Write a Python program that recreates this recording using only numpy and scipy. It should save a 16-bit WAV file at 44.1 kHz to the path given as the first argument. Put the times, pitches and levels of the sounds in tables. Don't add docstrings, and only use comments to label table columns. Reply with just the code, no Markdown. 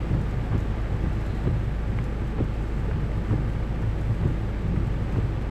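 import sys
import numpy as np
from scipy import signal
from scipy.fft import rfft, irfft, next_fast_len
from scipy.io import wavfile
from scipy.ndimage import map_coordinates

SR = 44100
rng = np.random.default_rng(int(sys.argv[2]) if len(sys.argv) > 2 else 0)


def store_pcm(level_fs):
    pcm = np.round(np.clip(level_fs, -1, 1) * 32767).astype(np.int16)
    wavfile.write(sys.argv[1], SR, np.atleast_2d(pcm).T)


N = 242550
TIME_S = np.arange(N) / SR


def amp(db):
    return 10 ** (np.asarray(db) / 20)


def unit(x):
    return x / np.sqrt(np.mean(x ** 2) + 1e-20)


def wobble(rate_hz):
    knots = rng.standard_normal(int(N * rate_hz / SR) + 4)
    return map_coordinates(knots, [TIME_S * rate_hz])


def colour(x, spectrum, peaks=()):
    size = 2 * next_fast_len(N)
    hz = np.fft.rfftfreq(size, 1 / SR)
    knot_hz, knot_db = np.transpose(spectrum)
    db = np.interp(np.log(hz + 1), np.log(knot_hz + 1), knot_db)
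    for centre_hz, width_hz, lift_db in peaks:
        db += lift_db / (1 + (2 * (hz - centre_hz) / width_hz) ** 2)
    cepstrum = irfft(np.log(amp(db)))
    cepstrum[1:size // 2] *= 2
    cepstrum[size // 2 + 1:] = 0
    return irfft(rfft(x, size) * np.exp(rfft(cepstrum)))[:N]


def noise(spectrum, tilt_db_per_oct=0):
    tilted = [(hz, db + tilt_db_per_oct * np.log2(hz / spectrum[0][0])) for hz, db in spectrum]
    return unit(colour(rng.standard_normal(N), tilted))


def impacts(rate_hz, spread_db):
    hits = rng.random(N) < rate_hz / SR
    size_db = spread_db * np.minimum(rng.standard_normal(N), 2)
    sign = rng.choice([-1, 1], N)
    return unit(hits * sign * amp(size_db))


def bursts(peaks, rise_s, t60_s):
    envelope = np.zeros(N)
    for s, db in peaks:
        down_db = 60 * np.maximum((s - TIME_S) / rise_s, (TIME_S - s) / t60_s)
        envelope += amp(db - np.minimum(down_db, 120))
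    return envelope


def add(track, start_s, sound):
    part = track[max(round(start_s * SR), 0):][:len(sound)]
    part += sound[:len(part)]


# multiple of the crank rate, rms level in dB.
ENGINE_ORDERS = [(1, -37.5), (2, -29.5), (3, -50.5), (4, -41)]
# frequency in Hz, relative level in dB.
BOOM_SPECTRUM = [(8, -38), (33, -10), (42, 14), (46, 16.5), (52, 0.5), (62, -18.5), (100, -8), (200, -47),
                 (500, -120)]

def engine():
    crank_hz = 26.68 * (1 + .0042 * wobble(3.23))
    turns = np.cumsum(crank_hz) / SR
    hum = np.zeros(N)
    for order, db in ENGINE_ORDERS:
        gain = np.sqrt(2) * amp(db + .67 * wobble(7.3))
        hum += gain * np.sin(2 * np.pi * (order * turns + rng.random()))
    return hum + amp(-41.5) * noise(BOOM_SPECTRUM)


# time in seconds, relative level in dB.
RAIN_LEVELS = [(0, -50.8), (1.3, -50.8), (1.7, -51.8), (2.6, -51.8), (3.1, -51.3), (3.7, -51.8),
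               (4.7, -51.7), (5.1, -51.0), (5.5, -51.6)]
# centre in Hz, width in Hz, lift in dB.
ROOF_MODES = [(225.4, 22, 3), (326.5, 21.6, 5.5), (504, 8.6, 0), (732, 22, 5.5), (847, 33, 3),
              (1176, 98, 5)]
# frequency in Hz, relative level in dB.
ROOF_SPECTRUM = [(120, -21.5), (200, 4.5), (260, -2.5), (330, -2), (420, -3), (560, -5.5), (690, -12.5),
                 (840, -10.5), (1050, -16), (1600, -15), (2100, -18), (3000, -24.5), (5000, -36),
                 (12000, -69)]
SPRAY_SPECTRUM = [(1500, -35), (3500, -3), (5500, -1.5), (6200, -1.5), (7100, -3), (7800, 1), (8500, -5),
                  (9200, -9), (10300, -10), (11300, -8), (12500, -10), (13800, -11.5)]

def rain():
    rain_db = np.interp(TIME_S, *np.transpose(RAIN_LEVELS))
    patter = impacts(rate_hz=1000, spread_db=3) + amp(5) * rng.standard_normal(N)
    roof = amp(rain_db + 15) * unit(colour(patter, ROOF_SPECTRUM, ROOF_MODES))
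    droplets = impacts(rate_hz=900, spread_db=2) + amp(6) * rng.standard_normal(N)
    spray_db = rain_db - 13.1 + .45 * wobble(5) + .45 * wobble(25)
    return roof + amp(spray_db) * unit(colour(droplets, SPRAY_SPECTRUM))


# start in seconds, relative level in dB.
HEAVY_DROPS = [(0.2124, -47), (0.3092, -52), (0.4589, -51), (0.578, -44), (0.6024, -46), (1.2625, -46),
               (1.3486, -49.5), (1.7466, -52), (2.0391, -44), (2.4402, -53), (2.6794, -52.5),
               (3.8171, -50.5), (4.011, -47.5), (4.275, -57), (4.61, -53), (4.68, -53), (4.755, -53),
               (4.8686, -46), (5.1235, -47.5), (5.305, -55)]
# frequency in Hz, relative level in dB.
SPLASH_SPECTRUM = [(600, -30), (3000, -2), (6000, 0), (7800, 2), (9300, -6.5), (11500, -5), (14000, -10)]

def windscreen_drops(light_count=220, faintest_db=-61, range_db=7):
    when, size = rng.random((light_count, 2)).T
    light_drops = np.column_stack([when * N / SR, faintest_db + range_db * size ** 2])
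    t = np.arange(SR // 10) / SR
    slap, scatter = amp(-8 - 60 * t / .014), amp(-14 - 60 * t / .08)
    splash = (slap + scatter) * (1 - np.exp(-t / .0008))
    envelope = np.zeros(N)
    for s, db in np.vstack([HEAVY_DROPS, light_drops]):
        add(envelope, s, amp(db) * splash)
    return envelope * noise(SPLASH_SPECTRUM)


# peak time in seconds, level in dB.
WATER_SHEETS = [(2.11, -73), (4.11, -71)]
# frequency in Hz, relative level in dB.
HISS_SPECTRUM = [(3000, -64), (6000, -18), (7800, 5), (9800, -7), (11400, 1.5), (13500, -20)]

def blade_hiss():
    return bursts(WATER_SHEETS, rise_s=1, t60_s=1.07) * noise(HISS_SPECTRUM)


# frequency in Hz, relative level in dB.
RUB_SPECTRUM = [(2000, -120), (3200, -14), (3800, -4), (4100, 0), (4400, -6), (5100, -20), (7000, -120)]

def blade_squeak(peak_s=1.34, top_hz=4070, rise_hz_per_s=800, waver_hz=95):
    hz = top_hz + rise_hz_per_s * np.minimum(TIME_S - peak_s, 0) + waver_hz * wobble(130)
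    tone = amp(-3.5) * np.sin(2 * np.pi * np.cumsum(hz) / SR)
    return bursts([(peak_s, -60.5)], rise_s=1, t60_s=1.15) * (tone + noise(RUB_SPECTRUM))


# seconds since the foot turn, relative level in dB.
DRAG_CYCLE = [(0.04, -26.5), (0.09, -31), (0.2, -32), (0.33, -37), (0.39, -31), (0.461, -31.5),
              (0.53, -28.5), (0.598, -31), (0.72, -33.5), (0.78, -27.5), (0.865, -40.5), (0.91, -27)]
# time in seconds, extra drag in dB.
GRIP_DRIFT = [(0.25, 2), (0.85, -2), (1.5, 0), (1.95, -1.5), (2.9, -2), (3.5, 1.5), (3.8, 0), (4.1, 1.5),
              (4.45, -2.5), (4.8, -0.5), (5.35, 0)]
# frequency in Hz, relative level in dB.
DRONE_SPECTRUM = [(30, -120), (60, -17), (78, -13.5), (92, -6.5), (104, -2.5), (125, -1), (150, -4),
                  (175, -11.5), (200, -18.5), (300, -21.5), (1200, -120)]

def blade_drone(sweep_s=.927, first_foot_s=.548, judder_hz_per_db=.5):
    cycle_db = np.interp(TIME_S - first_foot_s, *np.transpose(DRAG_CYCLE), period=sweep_s)
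    grip_db = np.interp(TIME_S, *np.transpose(GRIP_DRIFT))
    drag_db = cycle_db + grip_db + .96 * wobble(12)
    judder_hz = 100.7 + judder_hz_per_db * (drag_db + 30.5)
    judder_hz *= 1 + .0753 * wobble(22)
    judder = np.sqrt(2) * np.sin(2 * np.pi * np.cumsum(judder_hz) / SR)
    judder_db = drag_db - 3 + .5 * wobble(25.27)
    return amp(judder_db) * judder + amp(drag_db - .5) * noise(DRONE_SPECTRUM)


# frequency in Hz, relative level in dB, t60 in seconds.
SCREEN_MODES = [(88, -10, .28), (119, -8, .15), (158, -4, .08), (205, -5, .07), (282, -5, .06),
                (338, -5.5, .06), (398, -7.5, .055), (462, -14, .07), (535, -19, .06)]

def knock(attack_s, dull_db_per_oct=0):
    t = np.arange(SR // 2) / SR
    scatter = rng.normal(0, [1, .025], (len(SCREEN_MODES), 2))
    phases = rng.uniform(0, 2 * np.pi, len(SCREEN_MODES))
    ring = np.zeros(len(t))
    for (hz, db, t60_s), (extra_db, detune), phase in zip(SCREEN_MODES, scatter, phases):
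        mode_db = db + extra_db - dull_db_per_oct * np.log2(hz / SCREEN_MODES[0][0])
        ring += amp(mode_db - 60 * t / t60_s) * np.sin(2 * np.pi * hz * (1 + detune) * t + phase)
    return ring * (1 - np.exp(-t / attack_s))


# time in seconds, relative thump level in dB.
FOOT_REVERSALS = [(0.545, -14), (1.471, -16.5), (2.403, -13.5), (3.327, -13.5), (4.253, -15.5),
                  (5.179, -15.5)]
# time in seconds, click level in dB, click tilt in dB per octave,
# relative thump level in dB, groan level in dB.
TOP_REVERSALS = [(0.138, -34, -2, -17, -34), (1.061, -35, -2, -15, -36), (1.988, -31.5, 2, -17.5, -36),
                 (2.912, -30.5, 0, -15.5, -34), (3.828, -39.5, -1, -16, -33),
                 (4.762, -31.5, -1.5, -14.5, -24.5)]
# frequency in Hz, relative level in dB.
GROAN_SPECTRUM = [(60, -120), (110, -21), (136, -9.5), (155, -11.5), (174, 9), (190, -6), (240, -17.5),
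                  (350, -28), (900, -120)]
FLOP_SPECTRUM = [(150, -2), (330, -1), (480, -2), (620, -8), (900, -7), (1300, -13.5), (3000, -25),
                 (12000, -70)]
CLICK_SPECTRUM = [(120, -30), (300, -7), (600, 0.5), (850, 1), (1080, 4), (1400, -3), (2200, -6),
                  (3000, -19), (9000, -60)]

def wiper_turns():
    thumps, clicks, groan, flop, slack = np.zeros((5, N))
    for s, thump_db in FOOT_REVERSALS:
        add(thumps, s - .015, amp(thump_db - 3.5) * knock(attack_s=.004, dull_db_per_oct=4))
        add(thumps, s, amp(thump_db + 1) * knock(attack_s=.004))
        groan += bursts([(s - .04, -34)], rise_s=.61, t60_s=.34)
        flop += bursts([(s, thump_db - 23)], rise_s=.24, t60_s=.19)
        slack += bursts([(s - .018, thump_db - 23)], rise_s=.03, t60_s=.05)
    for s, click_db, tilt, thump_db, groan_db in TOP_REVERSALS:
        add(thumps, s - .027, amp(thump_db - 4.5) * knock(attack_s=.005))
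        add(thumps, s + .007, amp(thump_db + 3) * knock(attack_s=.004, dull_db_per_oct=9))
        groan += bursts([(s - .02, groan_db)], rise_s=.61, t60_s=.34)
        clicks += bursts([(s, click_db)], rise_s=.002, t60_s=.035) * noise(CLICK_SPECTRUM, tilt)
    clicks += slack * noise(CLICK_SPECTRUM, tilt_db_per_oct=-2.5)
    return thumps + clicks + groan * noise(GROAN_SPECTRUM) + flop * noise(FLOP_SPECTRUM)


def scene():
    background = engine() + rain() + windscreen_drops()
    wipers = blade_hiss() + blade_squeak() + blade_drone() + wiper_turns()
    return (background + wipers)[None]


def record(dry, cutoff_hz=13900):
    fade = signal.windows.tukey(N, .002)
    size = next_fast_len(N + SR // 2)
    passband = np.fft.rfftfreq(size, 1 / SR) < cutoff_hz
    return irfft(rfft(dry * fade, size) * passband, size)[:, :N]


dry = scene()
out = record(dry)
store_pcm(out)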